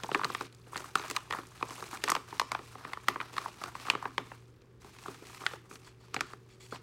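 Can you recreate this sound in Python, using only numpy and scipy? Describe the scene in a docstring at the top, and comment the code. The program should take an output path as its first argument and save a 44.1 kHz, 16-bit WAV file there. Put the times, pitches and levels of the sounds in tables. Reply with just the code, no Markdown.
"""Short hollow snaps of a buckling plastic bag, close by in a small room: cracks, falling rings, air pushes.
Hands turn the bag, which holds a metal frame in bubble wrap; between snaps the film slides and crinkles,
made of random creases and smooth friction noise. Near the end fingers rub its seal: noise through resonances.
The frame clinks faintly once as decaying modes. Under it all lie coloured air noise and a low electric hum
of wavering sines; a decaying noise tail gives the echo."""
import sys
import numpy as np
from scipy import signal
from scipy.fft import rfft, irfft
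from scipy.io import wavfile
from scipy.ndimage import uniform_filter1d

SR = 44100
rng = np.random.default_rng(int(sys.argv[2]) if len(sys.argv) > 2 else 0)


def materialize(psi):
    """Save the field psi as 16-bit PCM at rate SR to the path in sys.argv[1].

    A 1-D psi becomes a single channel; in a 2-D psi each row is a channel.
    """
    bounded = np.clip(np.atleast_2d(psi).T, -1, 1)
    quanta = np.round(bounded * 32767).astype(np.int16)
    wavfile.write(sys.argv[1], SR, quanta)


N = 300762  # length [samples]


def amp(db):
    """Level law: decibels to amplitude gain, 20 dB per factor of ten."""
    return 10 ** (np.asarray(db) / 20)


def evened(x):
    """Normalisation of mean power: scales to rms 1."""
    return x / np.sqrt(np.mean(x ** 2) + 1e-20)


def read(points, hz):
    """Interpolation along a logarithmic frequency axis."""
    point_hz, value = np.transpose(points)
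    return np.interp(np.log(hz + 1), np.log(point_hz + 1), value)


def add(mix, s, sound):
    """Superposition: adds a sound to the mix in place, from s seconds on."""
    part = mix[max(0, round(s * SR)):][:len(sound)]
    part += sound[:len(part)]


def colour(x, points, size=2048):
    """Minimum-phase filtering: the Hilbert transform of the log gain gives the phase of a causal filter."""
    hz = abs(np.fft.fftfreq(size, 1 / SR))
    log_gain = np.log(amp(read(points, hz)))
    response = np.exp(signal.hilbert(log_gain).conj())
    taps = np.fft.ifft(response).real[:size // 2]
    return signal.oaconvolve(x, taps)[:len(x)]


def wander(hz):
    """Low-passed noise of rms 1: a random fluctuation whose spectrum falls off around the given rate."""
    f = np.fft.rfftfreq(N, 1 / SR)
    spectrum = rfft(rng.standard_normal(N)) / (1 + (f / hz) ** 4)
    return evened(irfft(spectrum, N))


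def swell(start, length, attack_s, release_s):
    """Envelope of one movement: linear rise, hold to the end of its length, exponential decay."""
    t = np.arange(N) / SR - start
    rise = np.clip(t / attack_s, 0, 1)
    return rise * np.exp(-np.clip((t - length) / release_s, 0, 30))


def background():
    """Stationary noise and periodic sources: ventilation noise and a slightly wavering hum."""
    # ventilation spectrum: (frequency [Hz], relative level [dB])
    air_colour = [(20, -12.5), (40, -6.5), (62, 4), (100, 2), (165, 0), (210, -4), (270, -5), (380, -4.5),
                  (450, -3.5), (650, -18.5), (1200, -16.5), (2500, -26), (5000, -31), (10000, -41),
                  (16000, -42)]
    # hum lines: (frequency [Hz], central rms level [dB])
    hum_lines = [(119.7, -60.5), (327, -76), (377, -69), (447, -76.5)]
    t = np.arange(N) / SR
    air = amp(-61) * evened(colour(rng.standard_normal(N), air_colour, size=8192))
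    hum = np.zeros(N)
    for hz, db in hum_lines:
        level = amp(db + 1.6 * wander(hz=4.1)) * np.sqrt(2)
        phase = 2 * np.pi * hz * t + 0.36 * wander(hz=2.7)
        hum += level * np.sin(phase)
    return hum + air


def room(x):
    """Diffuse reverberation: dense reflections after 6 ms, each band decaying exponentially at its own rate."""
    # reverberation time: (frequency [Hz], t60 [s])
    decay_times = [(150, 0.5), (500, 0.08), (1200, 0.29), (4000, 0.43), (12000, 0.26)]
    # strength of the reverberation: (frequency [Hz], gain [dB])
    echo_levels = [(150, -8), (400, -2), (1000, -18.5), (2300, -17), (4000, -20), (8000, -17), (15000, -20)]
    hz, t, noise = signal.stft(rng.standard_normal(SR // 2), SR, nperseg=256)
    t60 = read(decay_times, hz)[:, None]
    decay = np.exp(-np.log(1000) * t / t60)
    # so that a longer decay brings no more energy
    decay = decay * np.sqrt(2 * np.log(1000) / (t60 * SR))
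    gain = amp(read(echo_levels, hz))[:, None]
    tail = signal.istft(noise * decay * gain, SR, nperseg=256)[1]
    out = np.zeros(N)
    add(out, 0.006, signal.fftconvolve(x, tail))
    return out


def drag():
    """Power addition: gains of body, rustle and fizz over time, strokes on top of the changing hold."""
    # rustle under the holding fingers: (time [s], level before the part offsets [dB])
    hold_levels = [(0.42, -56), (0.5, -75), (0.65, -69.5), (0.75, -64), (4.33, -66), (4.5, -77),
                   (4.79, -87), (4.85, -67), (5.53, -57.5), (5.62, -74), (6.3, -80), (6.42, -76.5),
                   (6.82, -76)]
    # moves of the hands that drag the film over the wrap, levels before the grip varies them:
    # (start [s], length [s], hollow body level [dB], rustle level [dB], fizz level [dB])
    strokes = [(0.0, 0.1, -47.5, -61, -77), (0.148, 0.31, -63, -57.5, -64.5),
               (0.714, 0.085, -48.5, -57, -55.5), (0.785, 0.095, -52, -58, -59),
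               (0.944, 0.21, -46, -51.5, -55.5), (1.294, .09, -43.5, -54, -58),
               (1.543, 0.31, -55.5, -60, -63), (1.67, 0.21, -53, -56.5, -57.5),
               (1.898, 0.067, -45, -52, -53), (2.009, 0.15, -50, -50, -56), (2.272, 0.13, -57, -58.5, -63),
               (2.497, 0.069, -46, -59, -70), (2.621, .10, -60, -61, -63.5),
               (2.766, 0.18, -54.5, -62.5, -73), (3.068, 0.031, -45, -49, -59),
               (3.194, 0.09, -49, -57.5, -64.5), (3.317, 0.17, -49.5, -54, -58),
               (3.579, 0.098, -48, -55, -60), (3.736, 0.097, -52, -55.5, -60.5),
               (3.793, .12, -49, -52.5, -57.5), (3.963, 0.11, -50, -64, -77), (4.175, 0.018, -48, -71, -78),
               (4.29, 0.11, -66, -70, -75), (4.8, 0.18, -62, -64, -68), (4.978, .15, -54.5, -59, -61),
               (5.247, 0.12, -60.5, -59.5, -61), (5.388, .11, -57, -72, -67),
               (5.69, 0.068, -57, -61.5, -60), (5.81, 0.085, -62, -65, -70), (6.0, 0.17, -64, -67.5, -74.5),
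               (6.127, 0.089, -52, -56.5, -68), (6.236, 0.094, -57, -63, -67.5),
               (6.483, .04, -86, -67, -75), (6.597, 0.15, -67, -64.5, -64.5),
               (6.721, 0.042, -50.5, -57, -72)]
    part_offsets_db = (3, 1, -2)  # body, rustle and fizz over the hold level
    hold_db = np.interp(np.arange(N) / SR, *np.transpose(hold_levels))
    power = np.outer(amp(part_offsets_db) ** 2, amp(hold_db) ** 2)
    for start, length, *levels_db in strokes:
        envelope = swell(start, length, attack_s=0.012, release_s=0.027)
        power += np.outer(amp(levels_db) ** 2, envelope ** 2)
    return np.sqrt(power)


def crinkle(per_s, spread_db, count=7):
    """Impulsive scattering: tiny creases of very unequal size, each in its own band, over smooth friction."""
    # creasing rather than smooth rubbing: (time [s], share of power [0-1])
    creasing_share = [(0, 0.7), (.6, 0.48), (2.7, 0.15), (4.3, 0), (4.6, 1), (4.9, 0.05), (5.4, 0.2),
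                      (6.8, 0.2)]
    # band position: 1.5 bands per octave above 1 kHz
    place = np.clip(np.log2(np.fft.rfftfreq(N, 1 / SR) / 1000 + 1e-6) * 1.5, 0, count - 1)
    spectrum = 0
    for band in range(count):
        size = amp(spread_db * np.minimum(rng.exponential(1, N), 3.5))
        clicks = size * (rng.random(N) < per_s / SR)
        # the power of each click dies away with a time constant of 0.9 ms
        power = signal.lfilter([1], [1, -np.exp(-1 / (0.0009 * SR))], clicks ** 2)
        scatter = np.sqrt(power) * rng.standard_normal(N)
        # neighbouring bands overlap, so together they are even
        band_gain = np.sqrt(np.maximum(1 - abs(place - band), 0))
        spectrum = spectrum + rfft(evened(scatter)) * band_gain
    creases = evened(irfft(spectrum, N))
    friction = rng.standard_normal(N)
    share = np.clip(np.interp(np.arange(N) / SR, *np.transpose(creasing_share)), 0, 1)
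    return np.sqrt(share) * creases + np.sqrt(1 - share) * friction


def sliding(body_gain, rustle_gain, fizz_gain):
    """Stick-slip: the film catches and slips in clumps; the air cushions give it a hollow body."""
    # spectra of the three parts: (frequency [Hz], relative level [dB])
    body_colour = [(100, -34), (250, -7), (430, -16), (640, -7), (850, -3), (1200, 0), (1600, -5.5),
                   (2300, -14), (5000, -43)]
    rustle_colour = [(500, -48.5), (1300, -16.5), (1850, -1), (2400, 4), (3100, -0.5), (4200, -0.5),
                     (5600, -4.5), (7500, -14), (14000, -43)]
    fizz_colour = [(2500, -42), (5000, -10.5), (6300, 0.5), (8200, -1.5), (10000, -6.5), (12500, -12),
                   (15800, -16.5)]
    # the grip changes slowly; within it the film slips in quick little jerks
    grip, slips = wander(hz=39.6), wander(hz=218)
    grains = crinkle(per_s=260, spread_db=6.5) * amp(1.5 * slips)
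    body = evened(colour(grains, body_colour)) * body_gain * amp(4.0 * grip - 4.2)
    rustle = evened(colour(grains, rustle_colour)) * rustle_gain * amp(1.0 * grip)
    fizz = evened(colour(grains, fizz_colour)) * fizz_gain * amp(1.7 * grip)
    return body + rustle + fizz


def rubbing():
    """Stick-slip excitation of resonators: skin rubs the stretched seal and drives its resonances."""
    # resonances of the taut film: (frequency [Hz], bandwidth [Hz], relative level [dB])
    seal_modes = [(2400, 190, 4.5), (3420, 220, 5.5), (4480, 450, 8), (5350, 630, -1), (6900, 360, 3.5),
                  (7480, 300, -4), (7850, 280, -1), (9700, 260, -16)]
    # fingertips rubbing the taut seal: (start [s], length [s], level [dB])
    rubs = [(5.72, 0.035, -73), (5.845, 0.051, -60.5), (6, .06, -70), (6.257, 0.078, -65),
            (6.501, 0.044, -65.5), (6.6, 0.054, -58), (6.707, 0.057, -54.5)]
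    t = np.arange(SR // 50) / SR
    ring = np.zeros(len(t))
    for hz, width, db in seal_modes:
        ring += amp(db) * width * np.exp(-np.pi * width * t) * np.sin(2 * np.pi * hz * t)
    friction_colour = [(300, -23), (2000, 3), (9000, 2.5), (16000, -18)]  # (frequency [Hz], level [dB])
    friction = colour(rng.standard_normal(N), friction_colour) * amp(2.8 * wander(hz=150))
    pressure = np.zeros(N)
    for start, length, db in rubs:
        pressure += amp(db) * swell(start, length, attack_s=0.006, release_s=0.01)
    return pressure * evened(signal.oaconvolve(friction, ring)[:N])


def clinks():
    """Modal synthesis: the metal frame rings briefly in damped modes, held short by its wrap."""
    # clinks of the frame: (time [s], gain on all modes [dB])
    clink_times = [(0.984, -56)]
    # modes of the frame: (frequency [Hz], relative level [dB], t60 [s])
    frame_modes = [(2480, 7, 0.11), (3960, 8, .06), (4970, -16, 0.095), (6250, 5, 0.16), (8440, 0, .06)]
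    t = np.arange(SR // 5) / SR
    ring = sum(amp(db - 60 * t / t60) * np.sin(2 * np.pi * hz * t) for hz, db, t60 in frame_modes)
    out = np.zeros(N)
    for s, db in clink_times:
        add(out, s, amp(db) * ring)
    return out


def snap(ring_hz, ring_db, push_db, crack_db, crease_hz, tick_db, bright_db):
    """Snap-through buckling: a flipping crease cracks, then the panel swings a few cycles, falling in pitch."""
    # spectra of treble tick, crack and push on the air in the bag: (frequency [Hz], relative level [dB])
    tick_points = [(1500, -56.5), (3600, -21), (4700, -4.5), (5600, -3.5), (7500, -2), (10000, -9.5),
                   (13000, -14.5), (16000, -22)]
    crack_points = [(400, -32), (800, -12), (1200, -7.5), (1600, 1), (1950, 0), (2500, 0.5), (3100, -2.5),
                    (4200, -4.5), (5200, -11), (10000, -54.5)]
    push_points = [(50, -43.5), (140, -2), (200, -6), (260, 0), (400, 2.5), (520, -2), (640, -9.5),
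                   (790, 1), (1000, -14.5), (2500, -42.5)]
    t = np.arange(SR // 30) / SR
    tick_noise, crack_noise, push_noise, wrinkles = rng.standard_normal((4, len(t)))
    first = signal.unit_impulse(len(t), 8)
    # bright_db tilts the tick above 5 kHz [dB per octave]
    tick_colour = [(hz, db + bright_db * np.log2(max(hz, 5000))) for hz, db in tick_points]
    tick = colour(tick_noise * np.exp(-t / 0.0027) + 3.8 * first, tick_colour)

    # each crease has its own broad resonance; a soft flip with little tick has a duller crack too
    f = np.geomspace(200, 16000, num=64)
    slope_db = np.clip(0.44 * (tick_db - crack_db + 10.0), -12, 0)
    crease_db = 7 * np.exp(-(np.log2(f / crease_hz) / 0.13) ** 2)
    crack_gain_db = read(crack_points, f) + crease_db + slope_db * np.log2(np.maximum(f, 2000))
    crack_burst = crack_noise * np.exp(-(t / 0.0028) ** 1.12) + 5.5 * first
    crack = colour(crack_burst, np.c_[f, crack_gain_db])

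    push_swell = (1 - np.exp(-t / 0.00095)) * np.exp(-t / 0.0043)
    push = colour(push_noise * push_swell, push_points)

    # bending waves carry the highs fastest, so the pitch falls; wrinkles make it uneven
    unevenness = evened(uniform_filter1d(wrinkles, size=24))
    hz = ring_hz * (0.841 + 0.5 * np.exp(-t / 0.0019) + 0.12 * unevenness)
    swing = (1 - np.exp(-t / 0.0015)) * (np.exp(-(t / 0.0041) ** 6.07) + 0.05 * np.exp(-t / 0.014))
    ring = np.sin(2 * np.pi * np.cumsum(hz) / SR) * swing

    levels_db = (ring_db, push_db - 0.8, crack_db + 0.5, tick_db + 0.297)
    out = np.zeros(len(t))
    for db, part in zip(levels_db, (ring, push, crack, tick)):
        # the level is the rms that the part's energy would have if spread over 3.7 ms
        out += amp(db) * part * np.sqrt(0.0037 * SR / np.sum(part ** 2))
    return out


def snaps(rows):
    """Superposition of buckling events of the bag and the wrap."""
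    # slope of the treble tick over time: (time [s], slope above 5 kHz [dB per octave])
    tick_slopes = [(0.2, -5), (1.1, 0.5), (2.5, -3), (3.1, 9), (3.4, -2.5), (6.2, -6.5)]
    out = np.zeros(N)
    for s, *row in rows:
        bright_db = np.interp(s, *np.transpose(tick_slopes))
        add(out, s, snap(*row, bright_db))
    return out


def small_snaps(gains, count=260):
    """Poisson process: rows for lesser chance buckles, as strong as the film is dragged at that moment."""
    rate_per_s, spread_oct, spread_db = 22, 0.15, 3.5
    middle_hz = (1158, 2800)  # ring and crease
    offsets_db = (1.5, -1, 2, -1)  # ring and push over the sliding body, crack over rustle, tick over fizz
    times = np.cumsum(rng.exponential(1 / rate_per_s, count))
    rows = []
    for s, z in zip(times[times < N / SR], rng.standard_normal((count, 6)).clip(-2, 2)):
        body_db, rustle_db, fizz_db = 20 * np.log10(gains[:, int(s * SR)])
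        levels_db = np.add((body_db, body_db, rustle_db, fizz_db), offsets_db)
        ring_db, push_db, crack_db, tick_db = levels_db + spread_db * z[2:]
        ring_hz, crease_hz = np.multiply(middle_hz, 2 ** (spread_oct * z[:2]))
        rows.append((s, ring_hz, ring_db, push_db, crack_db, crease_hz, tick_db))
    return rows


def snap_echoes(rows, count=3, spread_oct=0.42):
    """Directivity: wrinkled film sends each wall a wave with its own crease pitch; the echo blends them."""
    waves = np.zeros(N)
    for _ in range(count):
        seen = np.array(rows)
        seen[:, 5] *= 2 ** (spread_oct * rng.standard_normal(len(rows)))  # crease resonance
        waves += snaps(seen)
    return room(waves) / np.sqrt(count)


def scene():
    """Direct and reverberant field: the package near the microphone, its echo, and the room's own sound."""
    # the clear buckles of the film, levels before small fixed trims of push, crack and tick:
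    # (time [s], nominal ring frequency [Hz], ring level [dB], low push level [dB], crack level [dB],
    #  crease resonance [Hz], treble tick level [dB])
    clear_snaps = [(0.0348, 1100, -39.5, -36.5, -37, 3180, -42.5),
                   (0.0431, 960, -38.5, -38.5, -54, 3800, -59), (0.0906, 840, -32, -43, -58, 2600, -70),
                   (0.1156, 1250, -33, -30, -38, 3160, -55), (0.1471, 1130, -22.5, -29.5, -22, 1860, -42.5),
                   (0.1545, 1156, -26.5, -31, -37, 1800, -64), (0.194, 1150, -29, -49, -55, 1820, -73),
                   (0.2139, 1210, -29, -40, -47, 1900, -68), (0.235, 1175, -30, -48, -36, 1910, -57),
                   (0.2452, 1240, -30, -41, -27.5, 4230, -38), (0.25, 1160, -27, -35, -42, 2000, -46),
                   (0.3006, 1150, -32, -37, -52, 2500, -58), (0.349, 1180, -29, -40.5, -30.5, 3140, -48),
                   (0.4094, 1210, -30, -36, -41.5, 1900, -46), (0.526, 1200, -81, -59, -57, 4200, -62),
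                   (0.548, 1200, -71, -62, -64, 3600, -57.5), (0.6687, 990, -58, -48, -62, 1800, -75),
                   (0.7312, 1160, -39.5, -46, -63, 1800, -63), (0.758, 1160, -34, -37.5, -36.5, 1830, -65),
                   (0.7674, 1200, -53, -60, -39, 4370, -45), (0.7763, 1320, -51, -60, -38.5, 1950, -43.5),
                   (0.8423, 1240, -38.5, -59, -52, 1800, -54), (0.9548, 1267, -18.5, -30, -27.5, 2650, -34),
                   (0.9956, 1070, -39, -38, -40, 2390, -54), (1.1002, 1200, -54, -43, -38, 1920, -38),
                   (1.1109, 1140, -37.5, -37.5, -36.5, 2540, -37.5),
                   (1.1642, 1140, -32, -58, -26.5, 4000, -34.5), (1.169, 1125, -28.5, -63, -40, 1900, -61),
                   (1.3083, 1260, -30.5, -55, -32, 1780, -56), (1.325, 1110, -31.5, -41, -33, 1790, -46.5),
                   (1.3349, 1260, -33, -42, -34.5, 1770, -74), (1.3864, 1230, -36, -37.5, -44, 1800, -59),
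                   (1.469, 1070, -73, -72, -73, 4100, -55), (1.6106, 1130, -40.5, -45, -55, 2500, -74),
                   (1.6264, 1105, -24.5, -33, -33, 2380, -51), (1.7071, 1100, -39.5, -43, -46.5, 2000, -50),
                   (1.8246, 1140, -35, -40.5, -54, 1800, -51),
                   (2.039, 1260, -33.5, -32.5, -27.5, 1870, -31.5),
                   (2.0783, 1230, -29, -55, -32, 1740, -56), (2.0843, 1160, -28.5, -50, -38, 1800, -39),
                   (2.0946, 1130, -27, -38, -28, 1860, -53), (2.1008, 1320, -27, -46, -36, 4300, -26.5),
                   (2.118, 1200, -20.5, -33, -31, 1880, -32), (2.1513, 1070, -25.5, -48, -30.5, 3030, -40),
                   (2.1639, 1220, -31, -34.5, -36, 1790, -57.5), (2.3267, 1015, -36, -40.5, -49, 1800, -80),
                   (2.397, 1120, -21.5, -49, -24, 4370, -32), (2.415, 1090, -25.5, -39.5, -39, 1810, -47),
                   (2.5177, 1100, -28, -51, -32, 2170, -38.5), (2.5493, 1100, -26, -49, -34, 2590, -60),
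                   (2.591, 1160, -41.5, -42.5, -47, 1800, -74), (2.7535, 1130, -41.5, -42, -52, 2100, -79),
                   (2.8495, 1120, -36.5, -42.5, -41, 2320, -68), (2.9335, 1164, -33.5, -59, -33, 2180, -51),
                   (2.9723, 1120, -35.5, -50, -52, 1790, -65), (3.084, 1170, -19, -33, -21.5, 2000, -33),
                   (3.1591, 1153, -30.5, -39, -42, 1800, -77), (3.2024, 1050, -33, -50, -33, 2450, -63),
                   (3.2119, 1180, -34.5, -51, -37.5, 1820, -59), (3.3663, 1200, -36, -62, -40, 1800, -50),
                   (3.3807, 1204, -24.5, -45, -29.5, 1960, -46), (3.4591, 1030, -29, -58, -64, 1800, -66),
                   (3.6378, 1250, -32, -42, -38, 1740, -43), (3.7526, 1115, -34.5, -49, -43, 2020, -57),
                   (3.8831, 1220, -32, -41, -46, 1900, -74), (3.9002, 1137, -23.5, -41, -17.5, 2420, -33.5),
                   (3.9343, 1180, -37, -37.5, -59, 2200, -62), (3.9517, 1130, -29, -31.5, -35, 1720, -57),
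                   (4.0254, 1080, -33.5, -45, -54, 1800, -55), (4.055, 1080, -29, -33.5, -35.5, 1630, -63),
                   (4.1803, 1025, -27, -33.5, -26.5, 3220, -44.5),
                   (4.3172, 990, -43, -45.5, -46, 1800, -80), (4.6187, 1020, -71.5, -67.5, -65, 4170, -70),
                   (4.8459, 945, -49, -45.5, -59.5, 2600, -65), (5.059, 1204, -36, -47.5, -62, 2000, -70),
                   (5.082, 1130, -38, -35.5, -49, 2800, -62), (5.2217, 1070, -69, -42.5, -69, 1790, -75),
                   (5.4169, 1200, -44, -47, -58, 1800, -65), (5.4376, 1250, -41, -45.5, -67, 1800, -68),
                   (5.4644, 1410, -27, -45, -23.5, 2960, -41), (5.5348, 1340, -39, -37.5, -46, 1800, -69),
                   (5.7119, 1230, -45.5, -45.5, -53, 2480, -64), (5.756, 1330, -63, -65, -48.5, 3500, -54),
                   (6.1435, 1240, -31, -38, -34, 1760, -36.5), (6.1644, 1270, -47, -32, -29.5, 2180, -51),
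                   (6.2079, 1383, -26, -36, -29, 2380, -35.5), (6.334, 1330, -39.5, -45.5, -52, 1800, -60),
                   (6.7237, 1220, -35.5, -35, -57, 1800, -66)]
    gains = drag()
    steady = background()
    buckles = snaps(clear_snaps) + snap_echoes(clear_snaps)
    handling = sliding(*gains) + rubbing() + clinks() + snaps(small_snaps(gains))
    return (buckles + handling + room(handling) + steady)[None]


def record(dry):
    """Band limitation: a linear-phase low-pass ends the treble near 15.95 kHz."""
    edge_hz = 15950
    taps = signal.firwin(401, edge_hz, window=("kaiser", 9), fs=SR)
    return signal.oaconvolve(dry, taps[None], "same")


dry = scene()
out = record(dry)
materialize(out)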